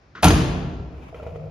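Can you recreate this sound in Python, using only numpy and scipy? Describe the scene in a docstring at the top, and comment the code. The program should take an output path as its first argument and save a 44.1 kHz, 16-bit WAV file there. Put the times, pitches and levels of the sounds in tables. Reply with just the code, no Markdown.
"""Car door slam in a garage

A heavy steel car door is slammed close to a handheld phone: latch ticks, rushing air, then noise cracks with
decaying sine modes for panels and body boom. The body shudders on; later fingers knock on the door skin by
the handle. Band-wise decaying noise gives the garage echo; shaped noise gives the sleeve's rustle and quiet room."""
import sys
import numpy as np
from scipy import signal
from scipy.fft import rfft, irfft, next_fast_len
from scipy.io import wavfile
from scipy.ndimage import uniform_filter1d

SR = 44100
rng = np.random.default_rng(int(sys.argv[2]) if len(sys.argv) > 2 else 0)


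def wav_record(signal):
    """Record a signal, one row per channel, as 16-bit PCM in the file named by sys.argv[1]."""
    frames = np.transpose(np.atleast_2d(signal))
    bounded = np.clip(frames, -1, 1)
    # unit amplitude maps onto the largest positive 16-bit level
    quanta = np.round(bounded * 32767).astype(np.int16)
    wavfile.write(sys.argv[1], SR, quanta)


N = 66150
T = np.arange(N + SR // 10) / SR  # seconds, with 0.1 s to spare
SIZE = next_fast_len(2 * len(T))
HZ = np.maximum(np.arange(SIZE // 2 + 1) * SR / SIZE, 1)


def undb(db):
    """Decibels to amplitude."""
    return 10 ** (np.asarray(db) / 20)


def at(table, x, log=False):
    """Interpolate a two-column table; log for frequency."""
    a, b = np.array(table, float).T
    return np.interp(np.log(x), np.log(a), b) if log else np.interp(x, a, b)


def colour(x, table):
    """Filter by (hz, gain_db) points."""
    gain = undb(at(table, HZ, True))
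    return irfft(rfft(x, SIZE) * gain, SIZE)[..., :len(T)]


def hiss(table):
    """Coloured noise, rms 1."""
    x = colour(rng.standard_normal(len(T)), table)
    return x / np.std(x)


def fall(start_s, decay_s, rise_s):
    """Quick rise, exponential fall; both times are time constants."""
    t = np.maximum(T - start_s, 0)
    return np.exp(-t / decay_s) * (1 - np.exp(-t / rise_s))


def convolve(x, h):
    """Linear convolution by FFT."""
    return irfft(rfft(x, SIZE) * rfft(h, SIZE), SIZE)[..., :len(T)]


def ring(modes, starts_s, level_db, lean_db_per_octave, push_s, scatter_db, detune=0):
    """Soft pushes excite decaying sine modes; mode levels and pitches scatter from push to push."""
    out = 0 * T
    hz, mode_db, t60_s = np.array(modes).T[:, :, None]
    octaves = np.log2(hz / np.median(hz))
    scatter = scatter_db * rng.standard_normal((len(starts_s), len(modes), 1))
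    pitch = 1 + detune * rng.standard_normal(scatter.shape)
    leans = lean_db_per_octave + 0 * level_db
    for start, level, lean, offset_db, bend in zip(starts_s, level_db, leans, scatter, pitch):
        on = T > start
        t = T[on] - start
        envelope = undb(level + mode_db + lean * octaves + offset_db - 60 * t / t60_s)
        tones = envelope * np.sin(2 * np.pi * hz * bend * t)
        out[on] += tones.sum(axis=0) * (1 - np.exp(-t / push_s))
    return out


# door blows on the frame: start_s, crack_db, panel_db, boom_db, treble_db, decay_s
BLOW_TABLE = [(0.2248, -33, -17, -22.5, 9, 0.0037), (0.2286, -15.5, -20.5, -3, -8, 0.016),
              (0.235, -16, -3.5, -1.5, -16, 0.0022), (0.242, -10.5, 7, 11.5, 1.5, 0.006),
              (0.248, -14, -22, 4, -19.5, 0.0078), (0.254, -18, 1, 3, 4, 0.0056),
              (0.266, -16.5, -12.5, 7, -18, 0.012), (0.28, -18.5, -22, 3.5, -8, 0.008),
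              (0.305, -15, -6.5, -6, -11.5, 0.0072)]
BLOW_S, BLOW_CRACK_DB, BLOW_PANEL_DB, BLOW_BOOM_DB, BLOW_TREBLE_DB, BLOW_DECAY_S = np.array(BLOW_TABLE).T
# crack noise spectrum: hz, gain_db
CRACK_TONE = [(100, -12), (300, -16), (600, -14), (1000, -11), (1760, -16.5), (5800, -21.5), (8100, -21),
              (10200, -21.5), (15000, -39)]
CRACK_RISE_S = 0.0012


def cracks():
    """Impact noise: one short coloured burst per blow, treble set blow by blow."""
    out = 0 * T
    for start, level, treble, decay in zip(BLOW_S, BLOW_CRACK_DB, BLOW_TREBLE_DB, BLOW_DECAY_S):
        noise = colour(hiss(CRACK_TONE), [(3000, 0.01), (9000, treble)])
        out += undb(level) * fall(start, decay, CRACK_RISE_S) * noise
    return out


# car body modes: hz, level_db, t60_s
BOOM_MODES = [(50.3, -4, 0.59), (67.4, -17.5, 0.15), (77, -2, 0.22), (87.95, 0.5, 0.42), (117, -1, 0.19),
              (170.6, -5, 0.23), (176, -18, 0.26), (252, -15, 0.13), (260, -10, 0.18), (300.3, -4, 0.28),
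              (311.85, -12.5, .8), (332.7, -12, 0.16)]
# body shudders after the slam: start_s, level_db, lean_db_per_octave
SHUDDER_TABLE = [(0.345, -33, 14), (.40, -45.5, 7.5), (0.443, -32, 8.5), (0.464, -36.5, 9.5),
                 (.514, -30.5, 15), (0.618, -43.5, 5), (0.773, -38.5, -8)]
BOOM_DB, BOOM_PUSH_S, SHUDDER_PUSH_S = -19, 0.0093, 0.0078


def body_boom():
    """Low body modes, pushed by each blow, then by the later shudders."""
    boom = ring(BOOM_MODES, BLOW_S, BOOM_DB + BLOW_BOOM_DB, 0, BOOM_PUSH_S, scatter_db=1.5)
    shudders = ring(BOOM_MODES, *np.array(SHUDDER_TABLE).T, SHUDDER_PUSH_S, scatter_db=3.5, detune=.02)
    return boom + shudders


# door panel modes: hz, level_db, t60_s
PANEL_MODES = [(430.3, -15, 0.73), (598, -14.5, 0.29), (689.4, -3, 0.082), (738, 8, 0.041),
               (842, -1.5, 0.085), (882, -10.5, 0.14), (1024.8, -2, 0.096), (1382.6, -6.5, 0.16),
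               (2495, -14, 0.17)]
PANEL_DB, PANEL_PUSH_S = -22.5, 0.00084
REBOUND_S, REBOUND_DB, REBOUND_PUSH_S = .52, -25, 0.038


def panels():
    """Panel modes ring at each blow, then softly as the door leans back on its seal."""
    struck = ring(PANEL_MODES, BLOW_S, PANEL_DB + BLOW_PANEL_DB, 0, PANEL_PUSH_S, scatter_db=2.5, detune=.025)
    rebound = ring(PANEL_MODES, [REBOUND_S], np.array([REBOUND_DB]), 0, REBOUND_PUSH_S, scatter_db=3)
    return struck + rebound


RATTLE_COUNT, RATTLE_DB, RATTLE_MEAN_DELAY_S = 40, -30.5, .035
RATTLE_FADE_DB_PER_S, RATTLE_LEAN_DB_PER_OCTAVE, RATTLE_PUSH_S = 90, 3.7, 0.00057
# small part: hz, level_db, t60_s
PING_MODES = [(6270, -19.5, 0.014)]
PING_S, PING_PUSH_S = .2835, 0.0011


def loose_parts():
    """Trim and rods chatter on the panel modes at random delays after the second blow; a small part pings."""
    delay_s = RATTLE_MEAN_DELAY_S * rng.exponential(size=RATTLE_COUNT)
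    level_db = RATTLE_DB - RATTLE_FADE_DB_PER_S * delay_s
    rattle = ring(PANEL_MODES, BLOW_S[1] + delay_s, level_db, RATTLE_LEAN_DB_PER_OCTAVE, RATTLE_PUSH_S,
                  scatter_db=4, detune=.04)
    ping = ring(PING_MODES, [PING_S], np.zeros(1), 0, PING_PUSH_S, scatter_db=4)
    return rattle + ping


# latch noise spectrum: hz, gain_db
LATCH_TONE = [(200, -21), (300, -9.5), (800, -20), (1300, -3), (2500, -17.5), (5400, -28.5), (7000, -36.5),
              (8500, -66)]
# latch modes: hz, level_db, t60_s
LATCH_MODES = [(1060, -4, .06), (1270, 0, .06), (1440, -1, .06)]
# latch ticks: start_s, level_db, lean_db_per_octave
LATCH_TICK_TABLE = [(0.152, -39.5, 9.5), (0.166, -43, -1), (0.178, -40, -21)]
LATCH_S, LATCH_DB, LATCH_DECAY_S, LATCH_RISE_S = .1505, -41, 0.06, .0015
LATCH_PUSH_S = 0.001674


def latch():
    """Noise burst plus three short metallic ticks before the blows."""
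    noise = undb(LATCH_DB) * fall(LATCH_S, LATCH_DECAY_S, LATCH_RISE_S) * hiss(LATCH_TONE)
    return noise + ring(LATCH_MODES, *np.array(LATCH_TICK_TABLE).T, LATCH_PUSH_S, scatter_db=2.5)


# air pushed by the closing door: time_s, level_db
SWING_LEVEL = [(.06, -80.5), (.13, -74.5), (.19, -58), (.225, -60)]
SWING_HZ = 252


def air_rush():
    """Low-mid noise swells as the door closes, cut at the second blow."""
    tone = [(SWING_HZ / 4, -6), (SWING_HZ, 0), (SWING_HZ * 3, -20), (9000, -60)]
    return undb(at(SWING_LEVEL, T)) * (T < BLOW_S[1]) * hiss(tone)


# finger knocks: start_s, skin_db, skin_lean_db_per_octave, thump_db, thump_lean_db_per_octave,
# tick_db, tick_lean_db_per_octave
KNOCK_TABLE = [(1.127, -42.5, 34, -41, -10.5, -72, -1.5), (1.144, -37, -3, -32, 4.5, -39.5, -1.5),
               (1.198, -38, 22, -66.5, 1, -58.5, -23), (1.227, -37.5, -17, -27.5, -11, -45.5, 1),
               (1.265, -31, 12.5, -26, -5.5, -46, -6), (1.291, -42.5, 19, -54, 8.5, -50.5, -7),
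               (1.319, -47.5, 19, -27, 11, -66, -7), (1.358, -33, -10.5, -38, 9, -44.5, -4),
               (1.397, -44.5, -6, -34, 17, -55, -9), (1.419, -38.5, 11, -48.5, -3, -64, -9),
               (1.44, -38.5, -3, -49, 6, -61.5, -16.5), (1.47, -42, 7, -41, -1, -58.5, -7)]
# door skin modes: hz, level_db, t60_s
SKIN_MODES = [(411.2, -17, 0.071), (467.5, -1.5, 0.089), (507, -2.5, 0.081), (527, 0.5, 0.069),
              (565, -7.5, 0.085), (636.6, 1.5, 0.075), (692, -11, 0.05)]
# low thump modes: hz, level_db, t60_s
THUMP_MODES = [(67, -5, 0.15), (100.6, -5.5, 0.34), (117.5, -5.5, 0.045), (155.3, -11.5, 0.25)]
# handle modes: hz, level_db, t60_s
TICK_MODES = [(1337, 3, 0.027), (1975, -1.5, 0.022), (2390, -2, 0.023), (3100, -7, 0.022)]
# noise spectrum of rubbing skin and sleeve: hz, gain_db
RUSTLE_SPECTRUM = [(1000, 5), (1800, -9.5), (2400, -1), (4500, -22.5), (7000, -22.5), (8000, -25.5),
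                   (12000, -32.5)]
RUB_UNDER_TICK_DB, RUB_DECAY_S, RUB_RISE_S = 7, .01, 0.0018
SKIN_PUSH_S, THUMP_PUSH_S, TICK_PUSH_S = 0.0022, 0.0065, 0.0016


def fingers():
    """Knocks push skin, thump and handle modes; finger skin rubs as short noise bursts."""
    start_s, skin_db, skin_lean, thump_db, thump_lean, tick_db, tick_lean = np.array(KNOCK_TABLE).T
    rub_level = sum(undb(db - RUB_UNDER_TICK_DB) * fall(start, RUB_DECAY_S, RUB_RISE_S)
                    for start, db in zip(start_s, tick_db))
    rub = rub_level * hiss(RUSTLE_SPECTRUM)
    tick = ring(TICK_MODES, start_s, tick_db, tick_lean, TICK_PUSH_S, scatter_db=1.5, detune=0.017)
    skin = ring(SKIN_MODES, start_s, skin_db, skin_lean, SKIN_PUSH_S, scatter_db=0, detune=0.019)
    thump = ring(THUMP_MODES, start_s, thump_db, thump_lean, THUMP_PUSH_S, scatter_db=2.1)
    return rub + tick + skin + thump


# sleeve level: time_s, level_db
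RUSTLE_LEVEL = [(.85, -79), (.95, -57), (1.05, -51.5), (1.12, -53), (1.3, -53), (1.5, -60.5)]
FLICKER_WINDOW_HZ, FLICKER_RMS_DB = 40, 2.5  # averaging window is 1 / FLICKER_WINDOW_HZ


def rustle():
    """Cloth and skin scrape in patches: noise with a smoothed random level."""
    flicker = uniform_filter1d(rng.standard_normal(len(T)), int(SR / FLICKER_WINDOW_HZ))
    level_db = at(RUSTLE_LEVEL, T) + FLICKER_RMS_DB * flicker / np.std(flicker)
    return undb(level_db) * hiss(RUSTLE_SPECTRUM)


# garage decay: hz, t60_s
GARAGE_DECAY = [(50, 1.9), (200, 1.58), (500, 1.87), (1000, 1.285), (2500, 1.07), (5500, 0.88),
                (8000, 0.61), (12000, 0.46)]
# garage echo spectrum: hz, gain_db
GARAGE_SPECTRUM = [(50, 8.5), (150, 5.5), (400, 0), (1000, -2), (3000, 1), (6000, 1.5), (12000, 0)]
BUILD_S = 0.0013


def garage():
    """Echo pattern: noise in half-octave bands, each dying at its own rate."""
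    noise = rfft(rng.standard_normal(len(T)), SIZE)
    out = 0 * T
    for hz in 31 * 2 ** np.arange(0, 9.1, .5):
        band = np.maximum(1 - np.abs(2 * np.log2(HZ / hz)), 0)
        level_db = at(GARAGE_SPECTRUM, hz, True) - 60 * T / at(GARAGE_DECAY, hz, True)
        out += irfft(noise * band, SIZE)[:len(T)] * undb(level_db)
    return out * (1 - np.exp(-T / BUILD_S)) / np.sqrt(SR / 10)


# room noise spectrum: hz, gain_db
ROOM_SPECTRUM = [(18, -32), (30, 10.5), (142, 10.5), (184, -9), (228, -2), (395, -0.5), (2600, -15.5),
                 (2860, -22), (5320, -20.5), (9000, -44), (11700, -71)]
ROOM_DB = -55.5


def room():
    """Quiet room: steady coloured noise."""
    return undb(ROOM_DB) * hiss(ROOM_SPECTRUM)


# sends to the walls, of cracks and air, of ringing parts, of knocks: hz, gain_db
NOISE_TO_WALLS = [(60, 13.5), (300, 13.5), (700, -1)]
BODY_TO_WALLS = [(60, -38.5), (250, -14), (700, -10)]
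HAND_TO_WALLS = [(150, -4), (400, -1), (900, 0.5), (1500, -7.5)]
# side signal filters, of near sound and of the room: hz, gain_db
NEAR_SIDE = [(60, -34), (110, -23), (200, -22), (370, -26), (690, -14.5), (1260, -6.5), (2320, -2),
             (4270, -1), (7850, 2.5), (14400, 1)]
ROOM_SIDE = [(60, -19.5), (110, -15), (200, -12.5), (370, -11), (690, -2.5), (1260, 0.5), (2320, -0.5),
             (4270, -4), (7850, 3), (14400, -3.5)]
# microphone response, of mid and of side: hz, gain_db
MIC_MID_RESPONSE = [(20, -24), (40, -9.5), (60, 0.5), (7000, 2), (7700, -7), (8300, -24.5), (8800, -4.5),
                    (10000, 2), (13500, 3.5), (15000, -21)]
MIC_SIDE_RESPONSE = [(9500, 0), (11000, -5.5), (12500, -14), (14500, 16.5)]
# channel balance: hz, left_over_right_db
BALANCE = [(100, 0.5), (500, -0.5), (2300, 2.5), (4300, 4.5), (8000, -0.5)]


def scene():
    """Near sound, echoes, rustle and room mixed as mid and side, then turned into left and right."""
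    noisy = cracks() + air_rush()
    body = panels() + body_boom() + loose_parts() + latch()
    hand = fingers()
    near = noisy + body + hand
    send = colour(noisy, NOISE_TO_WALLS) + colour(body, BODY_TO_WALLS) + colour(hand, HAND_TO_WALLS)
    # independent draws for mid and side
    far_mid, far_side = [convolve(send, garage()) + room() + rustle() for _ in range(2)]
    mid = colour(near + far_mid, MIC_MID_RESPONSE)
    near_shifted = np.imag(signal.hilbert(near))  # 90 degrees
    side = colour(colour(near_shifted, NEAR_SIDE) + colour(far_side, ROOM_SIDE), MIC_SIDE_RESPONSE)
    half_balance = np.array(BALANCE) * [1, .5]
    left = colour(mid + side, half_balance)
    right = colour(mid - side, half_balance * [1, -1])
    return np.array([left, right])[:, :N]


LIMIT, TOP_HZ = 1.2, 14900  # amplitude ceiling, low-pass edge


def record(dry):
    """The phone rounds the highest peaks and cuts the top."""
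    rounded = LIMIT * np.tanh(dry / LIMIT)
    low_pass = signal.ellip(8, .2, 70, TOP_HZ, fs=SR, output="sos")
    return signal.sosfilt(low_pass, rounded)


dry = scene()
out = record(dry)
wav_record(out)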